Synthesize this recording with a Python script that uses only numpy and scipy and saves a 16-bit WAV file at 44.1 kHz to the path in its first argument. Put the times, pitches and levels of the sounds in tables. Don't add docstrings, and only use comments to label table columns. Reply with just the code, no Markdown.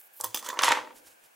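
import sys
import numpy as np
from scipy import signal
from scipy.fft import rfft, irfft
from scipy.io import wavfile
from scipy.ndimage import uniform_filter1d

SR = 44100
rng = np.random.default_rng(int(sys.argv[2]) if len(sys.argv) > 2 else 0)


def output_pcm(signal):
    pcm = np.clip(np.atleast_2d(signal).T, -1, 1) * 32767
    wavfile.write(sys.argv[1], SR, np.round(pcm).astype(np.int16))


N = 59535
TIME_S = np.arange(N) / SR

# frequency in Hz, relative density in dB per Hz.
HISS_TONE = [(24, -67), (40, -36.5), (180, -11.5), (330, -5), (800, 5), (1300, -3.5), (1580, 6.5),
             (1900, -4), (2440, 0), (3830, -11), (4460, -12), (8770, -9.5), (16000, -12.5)]
# frequency in Hz, left-right correlation (-1 to 1).
HISS_LIKENESS = [(60, 0.12), (240, -0.19), (950, -0.56), (3770, 0.16), (15000, 0.95)]
# time in seconds, level in dB.
RUB_LEVELS = [
    [(0, -47), (.022, -57.5), (.032, -55.5), (.075, -56), (.09, -75), (.122, -67), (.138, -53), (.155, -57),
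     (.172, -46.5), (.195, -51.5), (.205, -68)],
    [(.935, -72), (.96, -54), (.985, -54.5), (1.015, -67), (1.045, -64), (1.072, -51.5), (1.1, -60),
     (1.125, -59.5), (1.155, -71.5), (1.21, -78), (1.24, -59.5), (1.265, -61), (1.295, -82)],
]
# frequency in Hz, relative density in dB per Hz.
RUB_TONES = [
    [(1760, -38), (3000, -16), (6480, -14), (13800, 2.5), (16000, -2)],
    [(1760, -2), (3000, -1), (3520, -2.5), (11000, 2), (16000, -5.5)],
]
# start in seconds, low, low-mid, high-mid and treble level in dB (energy over 5 ms,
# before the bass cut), contact decay in ms, ring share of the caps (0-1), pitch of the hollow note in Hz.
KNOCKS = [(0.0137, -89, -64, -78, -57, 0.2, 0, 864), (0.2, -38, -72, -61, -40, 2.4, 0.9, 870.0),
          (0.21, -59, -71, -68, -29, 2, 0, 990), (0.2376, -36.5, -51, -44.5, -38, 2.4, 0.93, 1086),
          (0.242, -32, -66, -41, -26, 2.6, 0.72, 955), (0.249, -40.5, -49.5, -42, -36.5, 1.1, 0.6, 1053),
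          (0.2597, -61, -66.5, -72, -43, 3.7, 0.8, 1070), (0.345, -34.5, -42, -28.5, -27.5, 2, 0.84, 900),
          (0.354, -49, -51, -36, -49, 3.8, 0.92, 850), (0.3603, -43, -66.5, -38, -39, 1.6, 0.85, 1130),
          (0.373, -48, -44, -33.5, -59, 1.6, 0.84, 1240), (0.4264, -46.5, -51, -49.5, -51, 0.5, 0.7, 1020),
          (0.447, -64.5, -56, -52.5, -45, 1, 0.4, 1040), (0.4884, -35.5, -40, -33.5, -36, 2.4, 0.7, 926),
          (0.5, -35, -35, -39.5, -74, 4.6, 1, 1042), (0.529, -33.5, -57.5, -53, -57.5, 1.7, 0.4, 990),
          (0.539, -48, -51, -59.5, -51, 3.1, 0.5, 1053), (0.5716, -37, -40.5, -61.5, -70, 4.6, 0.6, 938),
          (0.5904, -29.5, -31.5, -25, -62, 1.3, 0.07, 1027), (0.592, -28, -27.5, -68, -46, 7, 0.01, 1029),
          (0.611, -30, -33.5, -46, -63, 1.4, 0.3, 1053), (0.6209, -35, -60, -34.5, -35, 0.87, 0.67, 900),
          (0.6312, -29.5, -42, -28, -41, 2.3, 0.04, 974), (0.635, -26, -20, -22.5, -46, 1.22, 0.12, 1080),
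          (0.644, -24, -32.5, -35, -28.5, 2.2, 0.09, 958), (0.6804, -17, -26, -28, -63, 2.6, 0.37, 916),
          (0.689, -43.5, -31.5, -35, -32, 0.92, 0.16, 870),
          (0.7077, -17.5, -49.5, -58, -55, 1.2, 0.85, 917),
          (0.719, -26.5, -19.5, -31, -31.0, 3.24, 0, 1053), (0.7233, -21, -23.5, -40.5, -67.5, 1.3, 0, 906),
          (0.772, -28.5, -39, -43.5, -72, 1.4, 0.6, 922), (0.7807, -33, -40, -62, -72, 2.9, 0.4, 1066),
          (0.788, -36, -45, -73, -77, 1.4, 0, 925), (0.812, -37, -75, -66, -76, 1.9, 0.2, 995),
          (0.828, -37.5, -59.5, -61.5, -77, 1.9, 0.4, 890), (0.873, -42.5, -59, -69.5, -69, 1.7, 0.5, 940),
          (0.906, -46, -57, -72.5, -76, 3.7, 0.1, 942)]
BAND_EDGES_HZ = [1400, 3000, 7000]
# frequency in Hz, level in dB relative within its band, t60 in seconds.
MODES = [(258.4, -26.5, 0.039), (363, -8, 0.052), (542, 3.5, 0.068), (627, 6, 0.098), (850, -14.5, 0.058),
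         (1156, 6, 0.04), (1715, 5.5, 0.0089), (1840, 2.5, 0.04), (2455, -1.5, 0.034), (2720, 6.5, 0.0085),
         (3380, -15, 0.034), (3510, 11, 0.033), (4845, -6, 0.02), (5240, -8.5, 0.028), (6110, 5.5, 0.038),
         (6920, 5.5, 0.0079), (7580, 7, 0.0073), (8880, 8.5, 0.032), (9730, 10, 0.021), (12200, 5, 0.026),
         (13350, 16.5, 0.0062), (15000, 11.5, 0.03)]
LONGEST_T60_S = [.045, .03, .024, .02]
# frequency in Hz, t60 in seconds.
ROOM_T60 = [(200, 0.87), (500, 0.72), (1000, 0.3), (3700, 0.19), (9700, 0.22)]
# time in seconds, RMS level in dB.
BOOM_LEVEL = [(0.19, -100), (0.21, -77), (0.25, -65), (0.3, -59.5), (0.34, -78), (0.38, -80), (0.42, -92),
              (0.57, -103), (0.6, -68.5), (0.65, -75), (0.7, -51.5), (0.74, -77), (0.77, -80),
              (0.82, -67.5), (0.86, -95), (0.9, -89)]
# time in seconds, then low, low-mid, high-mid and treble level in dB,
# all before the trim and the bass cut.
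RATTLE_LEVELS = [(0.195, -73, -52, -57, -56), (0.203, -45, -60.0, -51, -67),
                 (0.236, -51.5, -67, -65, -66.5), (0.25, -35, -48.5, -44, -46.5),
                 (0.3, -99, -59, -60.5, -50.5), (0.342, -106, -65, -56.5, -62.5),
                 (0.35, -41.5, -58, -50, -33.5), (0.395, -62, -46, -43, -38.5),
                 (0.412, -52.5, -60, -61, -57), (0.44, -43.5, -55.5, -50.5, -48.5),
                 (0.465, -43.5, -36.5, -39, -38), (0.483, -40.5, -41, -57, -48),
                 (0.505, -47.5, -40, -36.5, -44.5), (0.525, -39.5, -70, -56, -52.5),
                 (0.555, -37, -59, -60, -62), (0.588, -40, -47, -57, -57.5),
                 (0.596, -41.5, -42, -40, -48.5), (0.627, -30, -29.5, -46, -54.5),
                 (0.64, -34.5, -25.5, -28, -28.5), (0.672, -29.5, -24, -31.5, -33.5),
                 (0.7, -49, -22.5, -35, -46.5), (0.735, -30, -29, -36.5, -45),
                 (0.755, -43, -28.5, -48, -45), (0.8, -53, -39.5, -51.5, -57),
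                 (0.85, -54.5, -50.5, -61, -70.5), (0.9, -66.5, -56, -65, -73),
                 (0.93, -78, -57, -69, -73.5)]
# time in seconds, ring share (0-1).
RATTLE_RING = [(.52, .35), (.6, .05)]
# time in seconds, left-right level difference in dB.
PAN = [(.3, -1.7), (.5, -2.7), (.7, -1.3), (0.901, 0.5)]

HISS_DB, WHINE_HZ, WHINE_PEAK_DB = -60, 15625, -79
RUB_LEAN_DB = -2
CRACK_LOW_HZ, CRACK_TOP_HZ = 570, 12260
CRACK_OVERLAP = 1.15
CRACK_DULL_HZ = 1150
CONTACT_RISE_S, DESK_RING_SHARE = 0.00028, 0.46
HOLLOW_SHARE = 0.68
KNOCK_HOLLOW_WIDTH_HZ, RATTLE_HOLLOW_WIDTH_HZ = 115, 48
ROOM_DB, ROOM_LIKENESS, ROOM_DELAY_S = -10.5, 0.45, 0.004
BOOM_HZ, BOOM_WANDER_RMS_HZ = 109, 2.15
RATTLES_PER_S, RATTLE_SPREAD_DB, RATTLE_TRIM_DB = 3000, 2, -4.5
BASS_CUT_HZ, BAND_LIMIT_HZ = 278.5, 16000


def amp(db):
    return 10 ** (np.asarray(db) / 20)


def evened(x):
    return x / np.sqrt(np.mean(x ** 2) + 1e-20)


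def read(points, hz):
    f, value = np.transpose(points)
    return np.interp(np.log(hz + 1), np.log(f + 1), value)


def over_time(points):
    return np.interp(TIME_S, *np.transpose(points))


def curve(table, column=1, off_db=-120):
    rows = np.array(table)
    return amp(np.interp(TIME_S, rows[:, 0], rows[:, column], off_db, off_db))


def lean(db):
    return amp(np.array([[.5], [-.5]]) * db)


def blend(share, a, b):
    share = np.clip(share, 0, 1)
    return np.sqrt(share) * a + np.sqrt(1 - share) * b


def correlated(a, b, likeness):
    return np.array([a, likeness * a + np.sqrt(1 - likeness ** 2) * b])


def noise(tone, likeness):
    hz = np.fft.rfftfreq(N, 1 / SR)
    a, b = rfft(rng.standard_normal((2, N)))
    pair = correlated(a, b, np.clip(likeness(hz), -1, 1))
    return evened(irfft(pair * amp(read(tone, hz)), N))


def hiss_and_whine():
    whine = amp(WHINE_PEAK_DB) * np.sin(2 * np.pi * WHINE_HZ * TIME_S)
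    return amp(HISS_DB) * noise(HISS_TONE, lambda hz: read(HISS_LIKENESS, hz)) + whine


def finger_rubs():
    rubs = [curve(level) * noise(tone, np.ones_like) for level, tone in zip(RUB_LEVELS, RUB_TONES)]
    return sum(rubs) * lean(RUB_LEAN_DB)


def hollow(push, hz, width_hz):
    turn = np.exp(2j * np.pi * np.cumsum(hz * np.ones(len(push))) / SR)
    r = np.exp(-np.pi * width_hz / SR)
    ringing = turn * signal.lfilter([1], [1, -r], push / turn)
    return np.sqrt(2 * (1 - r * r)) * ringing.real


def bodies():
    t = np.arange(8192) / SR
    edges = [0, *BAND_EDGES_HZ, SR / 2]
    out = []
    for lo, hi, longest in zip(edges, edges[1:], LONGEST_T60_S):
        ring = sum(amp(db - 60 * t / min(t60, longest)) * np.sin(2 * np.pi * hz * t)
                   for hz, db, t60 in MODES if lo <= hz < hi)
        crack_band_hz = [max(lo, CRACK_LOW_HZ), min(hi * CRACK_OVERLAP, CRACK_TOP_HZ)]
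        band = signal.butter(2, crack_band_hz, "band", fs=SR, output="sos")
        sign = (-1) ** len(out)
        crack = sign * signal.sosfilt(band, np.exp(-2 * np.pi * CRACK_DULL_HZ * t))
        out.append([ring / np.linalg.norm(ring), crack / np.linalg.norm(crack)])
    return out


def knocks(body):
    out = np.zeros(N + 9300)
    t = np.arange(1024) / SR
    grits = rng.standard_normal((len(KNOCKS), 1024))
    for (start_s, *levels_db, contact_ms, ring_share, hz), grit in zip(KNOCKS, grits):
        decay = np.exp(-t / (max(contact_ms, .05) / 1000))
        push = (np.sign(grit) + .5 * grit) * decay * np.minimum(t / CONTACT_RISE_S, 1)
        shares = [DESK_RING_SHARE, ring_share, ring_share, ring_share]
        parts = [evened(signal.fftconvolve(push, blend(share, ring, crack)))
                 for share, (ring, crack) in zip(shares, body)]
        note = np.zeros(len(parts[0]))
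        note[0] = 1
        for _ in range(2):
            note = hollow(note, hz, KNOCK_HOLLOW_WIDTH_HZ)
        parts[0] = evened(blend(HOLLOW_SHARE, evened(note), parts[0]))
        sound = sum(amp(db) * part for db, part in zip(levels_db, parts))
        sound *= np.sqrt(.005 * SR / len(parts[0]))
        out[round(start_s * SR):][:len(sound)] += sound
    return out[:N]


def room(x):
    a, b = rng.standard_normal((2, SR)) * (np.arange(SR) > ROOM_DELAY_S * SR)
    hz, t, spectrum = signal.stft(correlated(a, b, ROOM_LIKENESS), SR, nperseg=256)
    decay = amp(-60 * t / read(ROOM_T60, hz)[:, None])
    tail = signal.istft(spectrum * decay, SR, nperseg=256)[1]
    return signal.fftconvolve(x[None], tail / np.linalg.norm(tail[0]), axes=1)[:, :N]


def desk_boom():
    wander = evened(uniform_filter1d(rng.standard_normal(N), 2000))
    phase = 2 * np.pi * np.cumsum(BOOM_HZ + BOOM_WANDER_RMS_HZ * wander) / SR
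    return curve(BOOM_LEVEL) * np.sqrt(2) * np.sin(phase)


def rattle(body):
    strength = amp(RATTLE_SPREAD_DB * np.minimum(rng.exponential(1, N), 4))
    hits = rng.random(N) < RATTLES_PER_S / SR
    taps = evened(strength * hits * rng.choice([-1, 1], N))
    cap_share = over_time(RATTLE_RING)
    pushes = [taps * curve(RATTLE_LEVELS, column=k + 1) for k in range(len(body))]
    parts = []
    for k, push in enumerate(pushes):
        ring, crack = [signal.oaconvolve(push, response)[:N] for response in body[k]]
        parts.append(blend(cap_share if k else DESK_RING_SHARE, ring, crack))
    rows = np.array(KNOCKS)
    pitch_hz = np.interp(TIME_S, rows[:, 0], rows[:, -1])
    parts[0] = blend(HOLLOW_SHARE, hollow(pushes[0], pitch_hz, RATTLE_HOLLOW_WIDTH_HZ), parts[0])
    return amp(RATTLE_TRIM_DB) * sum(parts)


def scene():
    body = bodies()
    bass_cut = signal.butter(4, BASS_CUT_HZ, "high", fs=SR, output="sos")
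    caps = signal.sosfilt(bass_cut, knocks(body) + rattle(body))
    caps_in_room = (caps + amp(ROOM_DB) * room(caps)) * lean(over_time(PAN))
    return caps_in_room + desk_boom() + finger_rubs() + hiss_and_whine()


def record(dry):
    lowpass = signal.firwin(511, BAND_LIMIT_HZ, window=("kaiser", 9), fs=SR)
    return signal.oaconvolve(dry, lowpass[None], "same")


dry = scene()
out = record(dry)
output_pcm(out)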